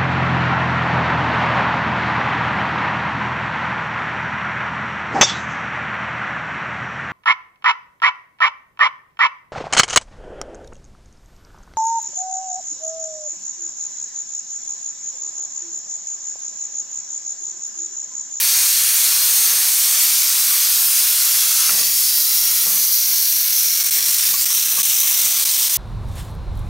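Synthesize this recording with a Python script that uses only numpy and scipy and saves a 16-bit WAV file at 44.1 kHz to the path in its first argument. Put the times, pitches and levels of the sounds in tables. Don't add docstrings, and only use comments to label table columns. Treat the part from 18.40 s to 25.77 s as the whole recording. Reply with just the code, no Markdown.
import sys
import numpy as np
from scipy import signal
from scipy.fft import rfft, irfft
from scipy.io import wavfile
from scipy.ndimage import uniform_filter1d

SR = 44100
rng = np.random.default_rng(int(sys.argv[2]) if len(sys.argv) > 2 else 0)


def dump_mix(stems):
    frames = np.atleast_2d(stems).T
    limited = np.clip(frames, -1, 1)
    pcm = np.round(limited * 32767).astype(np.int16)
    wavfile.write(sys.argv[1], SR, pcm)


def elevation(decibels):
    levels = np.asarray(decibels, float)
    return 10 ** (levels / 20)


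N = 325017

# t/s, level/dB, openness of the path past hand and handle/dB
JET_LEVEL = [(0.0, -16, 2.5), (0.4, -16.5, 5), (1.0, -16, 2.5), (1.35, -16, 3), (1.9, -16, 2.5),
             (2.3, -15.5, 1.5), (3.28, -16, 3), (3.5, -16.5, -2), (3.85, -16, -3), (4.15, -16, 0.5),
             (4.55, -15.5, -6), (5.35, -17, -2.5), (5.8, -17, 1.5), (6.0, -16, -1.5), (6.35, -18, 1),
             (6.6, -16.5, -1), (6.8, -16.5, 1.5), (7.37, -17.5, 1)]
# f/Hz, density/dB
NOZZLE_COLOUR = [(150, -34), (500, -30), (800, -22), (1150, -17), (2000, -12), (3000, -9.5), (4300, -4.5),
                 (6100, 0.5), (7600, -5), (9300, -0.5), (10500, -5), (11500, -0.75), (14000, 0),
                 (15700, -2)]
# f/Hz, share
LOW_SHADE = [(400, 1), (1000, .9), (3200, .7), (4800, 0)]
# f/Hz, share
UPPER_SHADE = [(6300, 0), (7700, .9), (9500, .7), (11500, .1), (15000, -.3)]
UPPER_FOLLOWS = 0.75
JET_TOP_HZ = 15800
SHIMMER_DB, PATCHY_DB = 1.26, 0.5

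# from/s, to/s, delay/ms, strength, best reflected f/Hz
STILL_ECHOES = [(-2.3, 9.7, 0.616, 0.04, 10600.0), (-0.87, 1.73, 0.472, 0.22, 4600.0),
                (-0.87, 1.73, 2.146, 0.15, 4600.0), (-0.53, 1.07, 1.042, -0.16, 3300.0),
                (-0.43, 2.17, 1.732, 0.13, 3300.0), (0.0, 1.0, 2.002, -0.12, 8200.0),
                (0.0, 1.0, 2.206, 0.12, 13500.0), (0.0, 1.6, 0.25, -0.13, 13500.0),
                (0.7, 4.9, 0.352, 0.09, 13500.0), (1.4, 5.6, 0.34, -0.07, 6200.0),
                (1.73, 4.33, 1.666, -0.1, 4600.0), (1.87, 3.47, 0.748, 0.2, 1700.0),
                (2.1, 6.3, 0.184, 0.12, 10600.0), (2.1, 6.3, 0.916, 0.09, 4600.0),
                (2.1, 6.3, 1.612, -0.15, 4600.0), (2.3, 2.9, 0.208, 0.15, 10600.0),
                (4.27, 5.87, 1.546, -0.16, 3300.0), (4.77, 7.37, 0.868, -0.07, 10600.0),
                (5.2, 7.8, 0.136, 0.16, 10600.0), (5.2, 7.8, 1.054, -0.13, 13500.0),
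                (5.35, 5.65, 0.136, 0.19, 10600.0), (6.0, 7.0, 0.316, 0.43, 4600.0),
                (6.13, 7.73, 1.162, 0.12, 10600.0), (6.9, 7.5, 0.304, 0.32, 3300.0)]
# from/s, to/s, delay at start/ms, delay at end/ms, strength
GLOVE_ECHOES = [(-0.7, 3.5, 0.994, 1.044, -0.19), (0.0, 4.2, 1.234, 1.284, 0.11),
                (1.07, 2.67, 1.27, 1.07, -0.11), (1.4, 2.1, 0.904, 0.764, 0.16),
                (1.67, 2.67, 0.652, 0.452, -0.13), (1.73, 4.33, 1.354, 1.154, -0.1),
                (2.67, 4.27, 0.64, 0.44, -0.16), (3.03, 5.63, 0.682, 0.482, -0.09),
                (3.33, 4.33, 1.354, 1.329, -0.14), (3.5, 7.7, 0.664, 0.574, -0.11),
                (3.68, 4.12, 2.212, 2.122, 0.22), (4.27, 5.87, 0.478, 0.528, 0.27),
                (4.33, 5.33, 1.852, 1.902, 0.18), (5.77, 5.97, 1.132, 1.042, 0.28),
                (5.9, 6.2, 0.49, 0.29, 0.37)]
# from/s, to/s, delay at start/ms, delay at end/ms,
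# strength
EDGE_ECHOES = [(-0.7, 3.5, 1.174, 1.374, 0.07), (1.4, 5.6, 0.976, 1.026, 0.06),
               (2.8, 7.0, 0.346, 0.436, -0.06), (2.8, 7.0, 0.796, 0.746, -0.07),
               (3.47, 5.07, 1.312, 1.172, 0.17), (3.73, 4.43, 1.228, 1.178, 0.13),
               (4.5, 5.5, 1.192, 1.242, 0.18), (4.83, 5.83, 0.466, 0.556, 0.1),
               (5.4, 5.85, 1.3, 1.275, -0.16), (5.8, 6.1, 1.228, 1.138, -0.19),
               (6.13, 7.73, 0.274, 0.324, -0.13), (7.0, 7.6, 0.328, 0.188, -0.21),
               (7.05, 7.35, 1.06, 0.97, 0.19),
               (5.85, 6.1, 0.3, 0.23, 0.22)]
# from/s, to/s, delay at start/ms, delay at end/ms, strength
SLEEVE_ECHOES = [(1.33, 2.33, 0.868, 0.893, 0.25), (2.17, 4.77, 1.384, 1.654, 0.12),
                 (3.3, 3.6, 0.844, 0.704, -0.37), (3.47, 6.07, 1.192, 0.992, -0.14),
                 (4.53, 6.13, 0.13, 0.22, -0.27), (6.5, 7.5, 0.574, 0.664, -0.24)]
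GLOVE_HZ, EDGE_HZ, SLEEVE_HZ = 5500, 13500, 1700
ECHO_SHARE = 1.01

# blown clear at t/s, depth/dB, closing time/ms
DROPLETS = [(4.945, 12, 2.6), (5.2129, 3, 2.1), (5.4364, 25, 8.4), (5.508, 26, 16), (5.7549, 2, 4.8),
            (5.8063, 14, 8), (5.9341, 11, 2.2), (6.0546, 19, 12), (6.0835, 12, 4.2), (6.2523, 1, 2.9),
            (6.43, 23, 16), (6.4515, 13, 2.6), (6.5983, 12, 4), (6.69, 7.1, 3.8), (7.05, 20, 11),
            (7.2939, 13, 20)]
# t/s, wetness/dB
WETNESS = [(0, -0.05), (4.5, 0.36), (5.4, 1), (7.0, 1), (7.37, .5)]
SURGE_DB, SURGE_HZ = 0.4, 6

# t/s, peak/dB, rattle length/s, brightness/dB
KNOCKS = [(1.117, -41.5, 0.043, 13), (3.294, -26.5, 0.063, 2), (3.334, -33, 0.04, 1), (3.37, -36, 0.048, 1),
          (3.403, -37, 0.03, 0), (3.449, -42, 0.033, 6), (4.023, -41, 0.036, 8), (4.09, -39, 0.03, 4),
          (4.259, -30.5, 0.027, 2.5), (4.297, -34, 0.036, 2), (4.332, -34, 0.04, -5),
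          (4.368, -42, 0.03, -8), (5.437, -35, 0.03, -2), (5.559, -39.5, 0.026, 8.5), (5.583, -42, 0.03, 0),
          (5.883, -32, 0.03, -6), (5.922, -38, 0.015, -2), (6.374, -30, 0.017, 2), (6.5, -49, 0.03, 0),
          (6.632, -44, 0.03, 4)]
# f/Hz, level/dB, t60/s
LID_MODES = [(70.4, -17, 0.12), (189.4, -7.5, 0.18), (232, -11, 0.15), (350, -14, 0.024), (482, -6, 0.077),
             (620, -3, 0.05), (772, -6, 0.054), (930, -2, .03), (1155, -1.5, 0.069)]
SCUFF_DB = 5

# f/Hz, level/dB, t60/s
VALVE_MODES = [(1380, 2.5, 0.042), (2380, -1, .035), (1950, -15, 0.57), (2010, -19, 0.49), (2670, -3, .03)]
VALVE_SNAP_S, VALVE_SNAP_DB = 3.293, -20
# t/s, peak/dB
CLINKS = [(4.2757, -43), (5.5972, -44), (5.9395, -31.5), (6.1015, -40), (6.12, -46), (6.3729, -36),
          (6.384, -29.5), (6.5854, -42), (6.6304, -37)]
# f/Hz, level/dB, t60/s
KEY_MODES = [(1123, 3, 0.11), (1173, -5, 0.09)]

# t/s, level/dB
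BOIL = [(0, -57), (1.17, -65), (3.0, -64), (3.3, -59.5), (4.6, -59), (5.07, -70.5), (5.75, -74), (6.0, -58),
        (6.9, -72), (7.37, -69)]
HUM_HZ, HUM_WIDTH_HZ = 63.3, 19
BOIL_LUMPY_DB, BOIL_LUMPS_HZ = 1.5, 3
# t/s, gain/dB
HANDLING = [(0, 3), (3.2, -1), (3.43, 8), (3.8, 5.5), (4.27, 14.5), (4.5, 9.5), (5.0, 5), (5.5, 10.5),
            (7.37, 11.5)]
ROOM_DB, ROOM_LUMPY_DB = -64.5, 2

# t/s, lower edge f/Hz
LOOSE_BANDS = [(0.569, 6220), (0.569, 7700), (0.826, 4150), (1.033, 8970), (1.035, 12330), (1.569, 5700),
               (1.614, 4150), (1.615, 5610), (1.615, 8970), (2.31, 13710), (2.541, 13020), (2.589, 6820),
               (2.59, 4230), (2.59, 13020), (2.799, 8890), (3.38, 13710), (3.402, 4230), (3.402, 6220),
               (3.45, 5610), (3.45, 9660), (4.561, 4230), (4.564, 11040), (6.747, 5100)]
LOOSE_DB, LOOSE_S = -48, 0.045
LOOSE_WIDTH, LOOSE_WIDEST_HZ = 0.23, 1700
MIC_LOW_CUT_HZ = 42


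def rms_one(x):
    return x / np.sqrt(np.mean(x ** 2) + 1e-20)


def in_time(rows, at_s):
    s, *columns = np.transpose(rows)
    return [np.interp(at_s, s, column) for column in columns]


def at_hz(points, hz):
    point_hz, value = np.transpose(points)
    return np.interp(np.log(hz + 1), np.log(point_hz), value)


def drift(rate_hz):
    r = np.exp(-2 * np.pi * rate_hz / SR)
    settled = signal.lfilter([1], [1, -2 * r, r * r], rng.standard_normal(N + SR))[SR:]
    return rms_one(settled)


def ring(force, hz, t60):
    r = elevation(-60 / (t60 * SR))
    w = 2 * np.pi * hz / SR
    return signal.lfilter([0, np.sin(w)], [1, -2 * r * np.cos(w), r * r], force + 1e-18)


def band(x, low_hz, high_hz):
    return signal.sosfilt(signal.butter(2, [low_hz, high_hz], "band", fs=SR, output="sos"), x)


def jet():
    hz, s, frames = signal.stft(rng.standard_normal(N), SR, nperseg=1024, noverlap=768)
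    level_db, open_db = in_time(JET_LEVEL, s)
    hz = hz[:, None]
    colour = elevation(at_hz(NOZZLE_COLOUR, hz)) * (hz < JET_TOP_HZ)
    colour = colour / np.sqrt(np.mean(colour ** 2))
    shade_db = open_db * (at_hz(LOW_SHADE, hz) + UPPER_FOLLOWS * at_hz(UPPER_SHADE, hz))
    gain = colour * elevation(level_db + shade_db + shimmer_db(frames.shape)) * echoes(hz, s)
    hiss = signal.istft(frames * gain, SR, nperseg=1024, noverlap=768)[1][:N]
    wet_db = in_time(WETNESS, np.arange(N) / SR)[0]
    return hiss * chokes(wet_db)


def echoes(hz, s):
    rows = [(start, end, ms, ms, strength, best_hz) for start, end, ms, strength, best_hz in STILL_ECHOES]
    rows += [(*row, GLOVE_HZ) for row in GLOVE_ECHOES]
    rows += [(*row, EDGE_HZ) for row in EDGE_ECHOES]
    rows += [(*row, SLEEVE_HZ) for row in SLEEVE_ECHOES]
    paths = np.ones((len(hz), len(s)), complex)
    for start, end, first_ms, last_ms, strength, best_hz in rows:
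        now = (s > start) & (s < end)
        along = (s[now] - start) / (end - start)
        delay_s = (first_ms + (last_ms - first_ms) * along) / 1000
        reflects = np.exp(-0.5 * ((hz - best_hz) / (0.25 * best_hz + 400)) ** 2)
        fade = np.sin(np.pi * along) ** 0.5
        paths[:, now] *= 1 + ECHO_SHARE * strength * reflects * fade * np.exp(-2j * np.pi * hz * delay_s)
    return paths


def shimmer_db(shape):
    white = rng.standard_normal(shape)

    def blur(bins, frames):
        smooth = uniform_filter1d(white, size=bins, axis=0)
        for _ in range(2):
            smooth = uniform_filter1d(smooth, size=frames)
        return rms_one(smooth)

    return SHIMMER_DB * blur(3, 26) + PATCHY_DB * blur(70, 9)


def chokes(wet_db):
    t = np.arange(N) / SR
    wet_db = np.maximum(wet_db, 0)
    tiny = (rng.random(N) < 200 / SR) * rng.exponential(1, N)
    closing = np.exp(-1 / (0.0038 * SR))
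    sputter = signal.lfilter([1], [1, -closing], tiny[::-1])[::-1]
    spray = 1.2 * drift(160)
    loss_db = wet_db * (sputter - sputter.mean() + spray)
    loss_db += 0.28 * drift(32)
    loss_db += SURGE_DB * np.sqrt(wet_db) * drift(SURGE_HZ)
    for s, depth_db, closing_ms in DROPLETS:
        closed = np.clip(0.75 + (t - s) * 1000 / closing_ms * 1.06, 0, 1)
        loss_db += depth_db * closed * (t < s)
    return elevation(-uniform_filter1d(loss_db, size=30))


def knocks():
    t, low, high = np.arange(N) / SR, np.zeros(N), np.zeros(N)
    for s, peak_db, length, bright_db in KNOCKS:
        part = slice(int(s * SR), int((s + 6 * length) * SR))
        burst = elevation(peak_db) * np.exp(-(t[part] - s) / length) / np.sqrt(length * SR)
        low[part] += burst
        high[part] += elevation(bright_db) * burst
    lid = np.zeros(N)
    for hz, db, t60 in LID_MODES:
        contacts = (low if hz < 300 else high) * rng.standard_normal(N)
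        lid += elevation(db - 2.0) * ring(contacts, hz, t60)
    return lid + elevation(SCUFF_DB) * band(high * rng.standard_normal(N), 250, 1200)


def struck(hits, modes):
    clicks = np.zeros(N)
    for s, peak_db in hits:
        clicks[int(s * SR)] = elevation(peak_db)
    return sum(elevation(db) * ring(clicks, hz, t60) for hz, db, t60 in modes)


def valve():
    return band(struck([(VALVE_SNAP_S, VALVE_SNAP_DB)], VALVE_MODES), 800, 5000)


def key():
    return band(struck(CLINKS, KEY_MODES), 940, 1370)


def rumble():
    t = np.arange(N) / SR
    hum_db = in_time(BOIL, t)[0] + BOIL_LUMPY_DB * drift(BOIL_LUMPS_HZ)
    room_db = ROOM_DB + in_time(HANDLING, t)[0] + ROOM_LUMPY_DB * drift(3.0)
    hum = band(rng.standard_normal(N), HUM_HZ - HUM_WIDTH_HZ / 2, HUM_HZ + HUM_WIDTH_HZ / 2)
    room = band(rng.standard_normal(N), 23, 325)
    return elevation(hum_db) * rms_one(hum) + elevation(room_db - 1.5) * rms_one(room)


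def scene():
    return np.tile(jet() + knocks() + valve() + key() + rumble(), (2, 1))


def loose_hiss():
    apart, size = np.zeros(N), int(LOOSE_S * SR)
    hz = np.fft.rfftfreq(size, 1 / SR)
    for s, low_hz in LOOSE_BANDS:
        high_hz = low_hz + min(LOOSE_WIDTH * low_hz, LOOSE_WIDEST_HZ)
        inside = (hz > low_hz - 50) * (hz < high_hz + 100)
        noise = rms_one(irfft(rfft(rng.standard_normal(size)) * inside, size))
        level = elevation(LOOSE_DB) * np.sqrt((high_hz - low_hz) / 10)
        start = int(s * SR) - size // 2
        apart[start:start + size] += level * noise * np.hanning(size)
    return apart


def band_limit(x):
    return signal.sosfilt(signal.butter(12, 17090, fs=SR, output="sos"), x)


def record(dry):
    low_cut = signal.butter(2, MIC_LOW_CUT_HZ, "high", fs=SR, output="sos")
    mix = signal.sosfilt(low_cut, dry) + loose_hiss() * [[1], [-1]]
    return band_limit(mix)


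dry = scene()
out = record(dry)
dump_mix(out)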